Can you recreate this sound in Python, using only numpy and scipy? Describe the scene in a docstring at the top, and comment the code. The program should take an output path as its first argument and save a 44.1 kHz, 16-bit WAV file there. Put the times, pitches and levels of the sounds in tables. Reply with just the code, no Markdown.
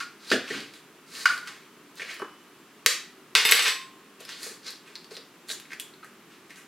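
"""A small tiled kitchen: empty egg shells are tossed aside, a porcelain dish clinks as a fork is picked
up, and the fork strikes an egg. It drops on the worktop and rattles; fingers then crush and pull the
shell apart over a plastic bowl. Each impact or fracture is a short impulse that excites damped
resonances, and rubbing is a dense train of tiny impulses. Two closely spaced microphones hear it all
from above, with reverberation and room tone, through a quick limiter."""
import sys
import numpy as np
from scipy import signal
from scipy.fft import rfft, irfft
from scipy.io import wavfile
from scipy.ndimage import uniform_filter1d

SR = 44100
rng = np.random.default_rng(int(sys.argv[2]) if len(sys.argv) > 2 else 0)


def wrap_up_sound(samples):
    """Save the sound to the file named by the first command line argument, as 16-bit audio."""
    columns = np.atleast_2d(samples).T
    # keep every value between -1 and 1, then stretch to whole-number steps
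    tamed = np.clip(columns, -1, 1)
    steps = np.round(tamed * 32767).astype(np.int16)
    wavfile.write(sys.argv[1], SR, steps)


N = 294147

# Spectrum of the fork's blow on the egg: (frequency [Hz], level [dB])
CRACK_SPECTRUM = [(120, -61), (200, -19.5), (268, -22.5), (482, -1), (763, -28), (1230, -2.5), (4430, 0.5),
                  (13100, -13), (16000, -29.5)]
def egg_strike(time_s=2.862, blow_db=8):
    """Impulsive excitation: a brief, hard contact spreads its energy over the whole band."""
    out = np.zeros(N)
    add(out, time_s, at_peak(blow_db, coloured(burst(ms=2.64, rough=.17), CRACK_SPECTRUM)))
    return out


# Spectrum of a hard blow, common to most contacts: (frequency [Hz], level [dB])
BLOW_SPECTRUM = [(88, -87), (150, -57), (205, -28), (466, -1.5), (745, -15), (1120, -3.5), (1480, -0.5),
                 (3420, -2), (4410, -0.5), (11300, -19.5), (16000, -34)]
# Cracks in the shell: (time [s], tick [dB], ring frequency [Hz], ring [dB], treble [dB])
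SHELL_SNAPS = [(0.303, -20, 4460, -24, -45), (0.6048, -32, 4560, -36, -43), (0.7378, -38, 4730, -50, -56),
               (1.1514, -36, 2970, -34, -54), (1.378, -28, 4500, -36, -35), (1.46, -41, 2150, -46, -52),
               (1.473, -36, 2480, -31, -39), (4.2055, -51, 3660, -50, -33.5), (4.2512, -35, 5060, -35, -34),
               (4.2916, -24, 1600, -30, -50), (4.431, -38, 4730, -30, -27), (4.666, -37, 4200, -34, -49),
               (4.681, -29, 4100, -34, -46), (4.7054, -41, 4860, -35, -29), (4.9549, -28, 4350, -30, -56),
               (4.961, -45, 3970, -34, -53), (5.0445, -39, 4640, -44, -60), (5.1537, -43, 3850, -34, -45),
               (5.1677, -24.5, 3800, -36.5, -54), (5.1719, -43, 4860, -34, -49),
               (5.486, -46, 4250, -34, -32), (5.4929, -34, 4000, -26.5, -41), (5.5012, -30, 3750, -25, -47),
               (5.5136, -24, 3900, -28, -45), (5.5997, -28.5, 3040, -50, -34),
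               (5.6544, -45, 2310, -38, -58), (5.7062, -58, 1930, -33, -60), (5.72, -50, 1880, -27, -59),
               (5.7328, -28.5, 2050, -26, -48), (5.7988, -29, 3320, -24, -19),
               (5.9379, -55, 4160, -44.5, -68), (6.0455, -54, 1470, -33.5, -41),
               (6.506, -36, 2080, -35, -52), (6.559, -34.5, 1810, -41, -52)]
def shell_snaps():
    """Brittle fracture: each crack radiates a bright tick, and the freed piece rings briefly."""
    out = np.zeros(N)
    for s, tick_db, hz, ring_db, treble_db in SHELL_SNAPS:
        crack = burst(ms=2.2)
        add(out, s, at_peak(tick_db, highpass(coloured(crack, BLOW_SPECTRUM), 1780)))
        add(out, s, at_peak(ring_db, resonate_twice(crack, hz, width_hz=880)))
        add(out, s, at_peak(treble_db, highpass(coloured(crack, CRACK_SPECTRUM), 6900)))
    return out


# Modes of the steel: (frequency [Hz], level [dB], 60 dB decay time [s])
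FORK_MODES = [(2172, -2, .06), (2850, -6, .04), (3450, -7, .08), (3627, -1, .25), (5034, -4, .18),
              (5795, -8, .1), (6078, -7, .1), (6735, -10, .1), (7951, -6, .25), (8142, -11, .3),
              (10024, -10, .2), (10298, -15, .15), (11413, -19, .2), (12204, -11, .3), (12260, -15, .3),
              (13652, -21, .25), (13921, -23, .25)]
# Contacts with the worktop: (time [s], blow [dB], ring [dB], tine modes re handle modes [dB])
FORK_BOUNCES = [(3.352, 0, -26, -7), (3.357, -12, -25, -30), (3.379, -17, -30, -35),
                (3.452, -10.5, -23, -1), (3.49, -10.5, -38, -12), (3.511, -14, -23.5, 8.5),
                (3.522, 3.5, -30, -9), (3.548, -24, -26, 0), (3.567, -34, -50, -1), (3.594, -15, -40, 1),
                (3.623, -19, -38, 8), (3.68, -17, -41.5, 10), (3.815, -34, -62, -21)]
def fork_bounces():
    """Free vibration: each bounce excites the modes of the steel, and the next contact damps them."""
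    out = np.zeros(N)
    handle = ring([mode for mode in FORK_MODES if mode[0] < 7000], seconds=.4)
    tines = ring([mode for mode in FORK_MODES if mode[0] >= 7000], seconds=.4)
    t = np.arange(len(tines)) / SR
    times = np.transpose(FORK_BOUNCES)[0]
    flights = np.append(np.diff(times), 0)
    for (s, blow_db, ring_db, tine_db), flight_s in zip(FORK_BOUNCES, flights):
        blow = burst(ms=4.1, rough=.17)
        knock = .6 * unit_peak(coloured(blow, BLOW_SPECTRUM)) + .62 * unit_peak(worktop(blow))
        add(out, s, gain_of(blow_db) * knock)
        damping = np.exp(-np.maximum(t - flight_s, 0) / .022)
        steel = damping * (handle + gain_of(tine_db) * tines)
        contact = burst(ms=.17, rough=.48) * rng.choice([-1, 1])  # each blow is a brief contact of random polarity
        add(out, s, gain_of(ring_db) * signal.oaconvolve(steel, contact))
    bending_mode = (1058, -37, .75)  # columns as in FORK_MODES
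    add(out, times[-2], ring([bending_mode], seconds=1))
    return out


# The fork rocking to rest: (start [s], swell [s], hold [s], fade [s], level [dB])
FORK_ROCKING = [(3.352, .004, 0.26, 0.07, -27.5), (3.624, 0.032, 0.024, 0.088, -22)]
def fork_rattle(flurry_db=-13.5, decay_db_per_s=600, ring_db=-23):
    """Contact chatter: tiny impacts, in a flurry after each bounce, drive the worktop and the steel."""
    out, level = np.zeros(N), np.zeros(SR // 2)
    start = FORK_ROCKING[0][0]
    t = start + np.arange(len(level)) / SR
    for s, *shape, level_db in FORK_ROCKING:
        add(level, s - start, gain_of(level_db) * envelope(*shape))
    for s, blow_db, *_ in FORK_BOUNCES:
        level += (t > s) * gain_of(blow_db + flurry_db - decay_db_per_s * abs(t - s))
    grains = grit(len(level), per_s=4000, spread_db=2)
    clatter = .32 * unit_rms(coloured(grains, BLOW_SPECTRUM)) + .37 * unit_rms(worktop(grains))
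    add(out, start, level * clatter)
    steel = ring(FORK_MODES, seconds=.4)
    add(out, start, gain_of(ring_db) * signal.oaconvolve(level * grains, steel / np.linalg.norm(steel)))
    return out


def worktop(force):
    """Forced response: the board answers hard steel with a broad band and little bass."""
    return highpass(resonate_twice(force, 2430, width_hz=2500), 880)


# Modes of a hollow half shell: (frequency [Hz], bandwidth [Hz], level [dB])
SHELL_MODES = [(1190, 150, -11), (1462, 140, 1), (1660, 200, -7), (2200, 500, -7), (2830, 250, -14),
               (4690, 400, -13)]
# Half shells landing: (time [s], blow [dB], ring [dB], mode frequency factor [1])
SHELL_TOSSES = [(0.0024, -25, -26.5, 0.95), (0.0232, -31, -30, 0.97), (1.256, -15, -5, 1.0),
                (1.4736, -30, -37.5, 0.9), (1.4897, -46, -44.5, 0.73), (6.029, -63, -40, 0.88)]
def shell_tosses():
    """Cavity and wall resonance: a half shell lands with a tick and rings as it settles."""
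    out = np.zeros(N)
    for s, blow_db, ring_db, tuning in SHELL_TOSSES:
        add(out, s, at_peak(blow_db, highpass(coloured(burst(ms=20.5), BLOW_SPECTRUM), 1000)))
        shake = np.pad(burst(ms=6.7, rough=.22), (0, 3000))
        for hz, width_hz, mode_db in SHELL_MODES:
            add(out, s, at_peak(ring_db + mode_db, resonate_twice(shake, hz * tuning, width_hz)))
    return out


# Knocks on worktop, dish and bowl:
# (time [s], body [dB], body frequency [Hz], thump [dB], thump frequency [Hz])
DULL_KNOCKS = [(0.315, -11.5, 1600, -16.5, 355), (0.337, -33, 1950, -20.5, 510),
               (0.503, -26, 1900, -29.5, 395), (0.54, -29, 1400, -33.5, 405), (1.996, -29, 1860, -46, 476),
               (2.018, -24.5, 2240, -41.5, 490), (2.091, -29.5, 2100, -62, 450),
               (2.104, -41, 2220, -59, 264), (2.197, -32, 1180, -39, 585), (2.218, -25.5, 1100, -29.5, 387),
               (2.244, -30.5, 1140, -40.5, 393), (4.204, -52, 2600, -42.5, 510),
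               (4.464, -46, 1990, -39, 474), (4.511, -44, 2360, -42.5, 395), (5.111, -52, 2080, -38.5, 411),
               (5.17, -45, 2700, -41, 446), (5.5, -38, 1680, -41, 520)]
def dull_knocks():
    """Damped resonance: a soft blow drives a lossy body and the low thump of the surface."""
    out = np.zeros(N)
    for s, body_db, body_hz, thump_db, thump_hz in DULL_KNOCKS:
        blow = burst(ms=6.6, rough=.52)
        add(out, s, at_peak(body_db - 24, coloured(blow, BLOW_SPECTRUM)))
        add(out, s, at_peak(body_db, resonate_twice(blow, body_hz, width_hz=600)))
        add(out, s, at_peak(thump_db, resonate_twice(blow, thump_hz, width_hz=193)))
    return out


# Fingers and shells rubbing, sliding and crushing:
# (start [s], swell [s], hold [s], fade [s], level [dB], centre frequency [Hz], relative treble [dB])
SHELL_RUBS = [(0.189, .11, .012, .01, -44, 4220, -11), (0.312, .002, 0.0067, 0.052, -27, 3130, -52),
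              (0.399, 0.092, 0.086, 0.14, -43.5, 2600, -39), (0.699, 0.043, 0.022, 0.065, -55.5, 3630, -4),
              (1.06, .1, 0.083, 0.011, -43.5, 4330, -4), (1.262, 0.011, .04, 0.16, -43.5, 1710, -5),
              (1.448, 0.015, 0.024, 0.2, -50, 2010, -15), (1.951, 0.023, 0.011, 0.022, -50.5, 4000, -7),
              (1.992, .004, 0.025, .1, -45, 2350, -31), (2.031, 0.066, 0.016, 0.13, -44.5, 2220, -25),
              (4.187, 0.013, 0.023, 0.12, -54, 3150, -13), (4.259, 0.035, 0.017, 0.17, -45.5, 3420, -27),
              (4.358, 0.078, 0.028, 0.12, -43, 4360, 0), (4.619, 0.049, 0.0098, .1, -44, 4400, -31),
              (4.85, 0.016, 0.011, 0.12, -56, 2600, -15), (4.947, 0.0026, 0.009, .04, -60, 4530, -13),
              (5.101, 0.0079, 0.032, 0.064, -52, 4400, -6), (5.47, 0.024, 0.022, 0.054, -42, 4000, 0.5),
              (5.494, 0.014, 0.015, 0.041, -49, 7050, 8), (5.689, 0.029, 0.015, 0.031, -49, 2110, -28),
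              (5.795, 0.0026, 0.0039, 0.027, -54, 3280, 10), (6.022, .015, 0.027, 0.06, -60.5, 1640, -6),
              (6.29, .015, .04, .08, -62, 2200, -19), (6.489, 0.0065, .02, 0.065, -55.5, 2200, -12),
              (6.541, 0.026, .02, .09, -55.5, 2300, 0)]
def shell_rubs():
    """Friction noise: dense, fine clicks pass through a broad resonance set by the grip."""
    out = np.zeros(N)
    for s, *shape, level_db, hz, treble_db in SHELL_RUBS:
        level = gain_of(level_db) * envelope(*shape)
        grains = grit(SR // 2, per_s=9000, spread_db=3)
        scrape = coloured(grains, BLOW_SPECTRUM)
        body = .76 * unit_rms(resonate_twice(grains, hz, width_hz=1980)) + .89 * unit_rms(scrape)
        bright = gain_of(treble_db) * unit_rms(highpass(scrape, 5440))
        add(out, s, level * (body + bright)[:len(level)])
    return out


# Modes of the porcelain: (frequency [Hz], level [dB], 60 dB decay time [s])
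DISH_MODES = [(2977, -3, 1.1), (5351, -7.5, 0.35), (8700, -10, 0.16), (10200, 7, 0.013)]
# Light clinks of a small porcelain dish as the fork is picked up: (time [s], tick [dB], ring [dB])
DISH_CLINKS = [(1.956, -33, -62), (1.9764, -41, -66), (2.142, -29, -52), (2.1934, -35, -51)]
def dish_clinks():
    """Lightly damped modes: the porcelain rings on after each small tick."""
    out = np.zeros(N)
    for s, tick_db, ring_db in DISH_CLINKS:
        add(out, s, at_peak(tick_db, highpass(burst(ms=.8), 5000)))
        add(out, s, gain_of(ring_db) * ring(DISH_MODES, seconds=.6))
    return out


# The worktop booming: (start [s], swell [s], hold [s], fade [s], level [dB])
WORKTOP_RUMBLES = [(0.312, .008, 0.036, 0.098, -33), (0.493, 0.014, 0.075, 0.15, -43.5)]
def worktop_rumbles():
    """Sounding-board radiation: sliding shells drive the board's broad, low resonance with noise."""
    out = np.zeros(N)
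    for s, *shape, level_db in WORKTOP_RUMBLES:
        level = gain_of(level_db) * envelope(*shape)
        board = unit_rms(resonate_twice(rng.standard_normal(SR // 2), 264, width_hz=216))
        add(out, s, level * board[:len(level)])
    return out


# Reverberation time of the kitchen: (frequency [Hz], 60 dB decay time [s])
ROOM_DECAY = [(250, 0.11), (660, 0.38), (1740, 0.4), (4590, 0.39), (12100, 0.29)]
# Stereo width of the reflections: (frequency [Hz], side re mid [dB])
REVERB_WIDTH = [(60, -18), (110, -21.5), (200, -35), (380, -45), (700, -22), (1290, -28.5), (2380, -21),
                (4400, -11.5), (8120, 0), (15000, 1.5)]
def reverberation(direct):
    """Diffuse reflection: sparse echoes of random sign die away at a separate rate in each band."""
    taps = np.zeros((2, SR))  # mid and side
    arrivals = np.arange(120, SR - 20, 20) + rng.integers(0, 20, (2, (SR - 121) // 20))
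    np.put_along_axis(taps, arrivals, rng.choice([-1., 1.], arrivals.shape), 1)
    taps *= 1 + 2.2 * np.exp(-np.arange(SR) / SR / .0053)  # worktop and tiles answer first
    hz, t, bands = signal.stft(taps, SR, nperseg=256)
    bands *= gain_of(-60 * t / curve_at(ROOM_DECAY, hz)[:, None])
    bands[1] *= gain_of(curve_at(REVERB_WIDTH, hz))[:, None]
    tail = signal.istft(bands, SR, nperseg=256)[1]
    tail /= np.linalg.norm(tail[0])
    return stereo(*signal.fftconvolve(direct[None], tail, axes=1)[:, :N])


# Spectrum of the background noise: (frequency [Hz], relative level [dB])
NOISE_SPECTRUM = [(15, -74), (25, -44), (76, -10), (105, -42), (162, -3), (420, 0.5), (455, -11),
                  (805, -12.5), (1110, -7.5), (2320, -13), (2730, -13), (4330, -19.5), (8300, -25),
                  (13900, -27), (16400, -35)]
# Stereo width of that noise: (frequency [Hz], side re mid [dB])
NOISE_WIDTH = [(60, -24), (110, -20), (200, -29), (380, -26.5), (700, -19), (1290, -15.5), (2380, -11),
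               (4400, -5.5), (8120, -0.5), (15000, -1)]
def room_tone(noise_db=-53.5, drift_db=.22, whine_db=-79.5, whine_hz=7424):
    """Noise floor: broadband room tone and microphone hiss drift faintly under a narrowband whine."""
    frames, hz = N // 256 + 5, np.fft.rfftfreq(1024, 1 / SR)
    mid_re, mid_im, side_re, side_im, drift = rng.standard_normal((frames, 513, 5)).T
    drift = uniform_filter1d(drift, 12, axis=0)  # smooth over frequency, then over time
    drift = unit_rms(uniform_filter1d(drift, 14, axis=1))
    bands = np.array([mid_re + 1j * mid_im, side_re + 1j * side_im])
    bands[1] *= gain_of(curve_at(NOISE_WIDTH, hz))[:, None]
    bands *= gain_of(curve_at(NOISE_SPECTRUM, hz)[:, None] + drift_db * drift)
    mid, side = signal.istft(bands, nperseg=1024, noverlap=768)[1][:, :N]
    whine = unit_rms(resonate(rng.standard_normal(N), whine_hz, width_hz=8.7))
    return gain_of(noise_db) * stereo(mid, side) / mid.std() + gain_of(whine_db) * whine


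def burst(ms, rough=.25):
    """Broadband impulse: a click and its noisy aftermath, whitened, with time constant ms."""
    fade = np.exp(-np.arange(2048) / SR * 1000 / ms)
    click = rough * rng.standard_normal(2048) * fade
    click[0] = 1
    spectrum = rfft(click)
    white = irfft(spectrum / (abs(spectrum) + 1e-9))
    return unit_peak(white * np.sqrt(fade))


def grit(count, per_s, spread_db):
    """Shot noise: clicks at random times, a few of them large."""
    size_draw, sign_draw, time_draw = rng.random((count, 3)).T
    size = gain_of(-spread_db * np.log(np.maximum(size_draw, .01)))
    return unit_rms(size * np.sign(sign_draw - .5) * (time_draw < per_s / SR))


def ring(modes, seconds):
    """Modal superposition: a sum of exponentially decaying sinusoids."""
    t = np.arange(round(seconds * SR)) / SR
    return sum(gain_of(db - 60 * t / t60) * np.sin(2 * np.pi * hz * t) for hz, db, t60 in modes)


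def envelope(swell_s, hold_s, fade_s, edge_db=-21):
    """Exponential growth, hold and decay, tapered at both ends."""
    corners = np.cumsum(np.maximum([0, swell_s, hold_s, fade_s], .001))
    t = np.arange(0, corners[-1], 1 / SR)
    return gain_of(np.interp(t, corners, [edge_db, 0, 0, edge_db])) * signal.windows.tukey(len(t), .05)


def resonate(x, hz, width_hz):
    """Resonance by heterodyning: shift hz down to zero, low-pass, and shift back."""
    carrier = np.exp(2j * np.pi * hz * np.arange(1, len(x) + 1) / SR)
    pole = np.exp(-np.pi * width_hz / SR)
    return 2 * (carrier * signal.lfilter([1 - pole], [1, -pole], x / carrier + 1e-18)).real


def resonate_twice(x, hz, width_hz):
    """Cascaded resonators: steeper skirts and a softer onset."""
    return resonate(resonate(x, hz, width_hz), hz, width_hz)


def coloured(x, spectrum):
    """Minimum-phase filter: the phase follows from the log gain by the Hilbert transform."""
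    log_gain = np.log(gain_of(curve_at(spectrum, abs(np.fft.fftfreq(4096, 1 / SR)))))
    response = np.exp(np.conj(signal.hilbert(log_gain)))
    return signal.oaconvolve(x, np.fft.ifft(response).real[:2048])[:len(x)]


def highpass(x, hz):
    """Third-order high-pass filter."""
    return signal.sosfilt(signal.butter(3, hz, "high", fs=SR, output="sos"), x)


def curve_at(points, hz):
    """Interpolation on a log-frequency axis."""
    frequencies, values = np.transpose(points)
    return np.interp(np.log(hz + 1), np.log(frequencies + 1), values)


def gain_of(db):
    """Amplitude ratio of a level in dB."""
    return 10 ** (np.asarray(db) / 20)


def unit_rms(x):
    """Normalisation to rms 1."""
    return x / np.sqrt(np.mean(x ** 2) + 1e-20)


def unit_peak(x):
    """Normalisation to peak 1."""
    return x / abs(x).max()


def at_peak(db, x):
    """Normalisation to a peak level in dB."""
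    return gain_of(db) * unit_peak(x)


def add(mix, s, sound):
    """Superposition: a sound joins the mix at s seconds."""
    part = mix[round(s * SR):][:len(sound)]
    part += sound[:len(part)]


def stereo(mid, side):
    """Sum and difference give left and right."""
    return np.array([mid + side, mid - side])


def scene(bass_cut_hz=130, reverb_db=-1.5):
    """Linear superposition of direct sound, reverberant field and noise floor."""
    direct = egg_strike() + shell_snaps() + fork_bounces() + fork_rattle() + shell_tosses()
    direct += dull_knocks() + shell_rubs() + dish_clinks() + worktop_rumbles()
    direct = highpass(direct, bass_cut_hz)  # the microphones' low-frequency roll-off
    return direct + gain_of(reverb_db) * reverberation(direct) + room_tone()


def record(dry, threshold_db=-17, ratio=2, cutoff_hz=16300):
    """Dynamic compression: onsets pass, the gain ducks and recovers fast; then clipping and a low-pass."""
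    power = signal.lfilter([.012], [1, .012 - 1], (dry ** 2).mean(0))
    power_db = 10 * np.log10(power + 1e-12)
    fall_db = 224 * np.arange(N) / SR  # the held level falls 224 dB a second
    held_db = np.maximum.accumulate(power_db + fall_db) - fall_db
    excess_db = np.maximum(held_db - threshold_db, 0)
    reduction_db = signal.lfilter([.01], [1, .01 - 1], (1 - 1 / ratio) * excess_db)
    clipped = np.clip(dry / gain_of(reduction_db), -.93, .93)
    lowpass = signal.firwin(511, cutoff_hz, window=("kaiser", 9), fs=SR)
    return signal.oaconvolve(clipped, lowpass[None], "same")


dry = scene()
out = record(dry)
wrap_up_sound(out)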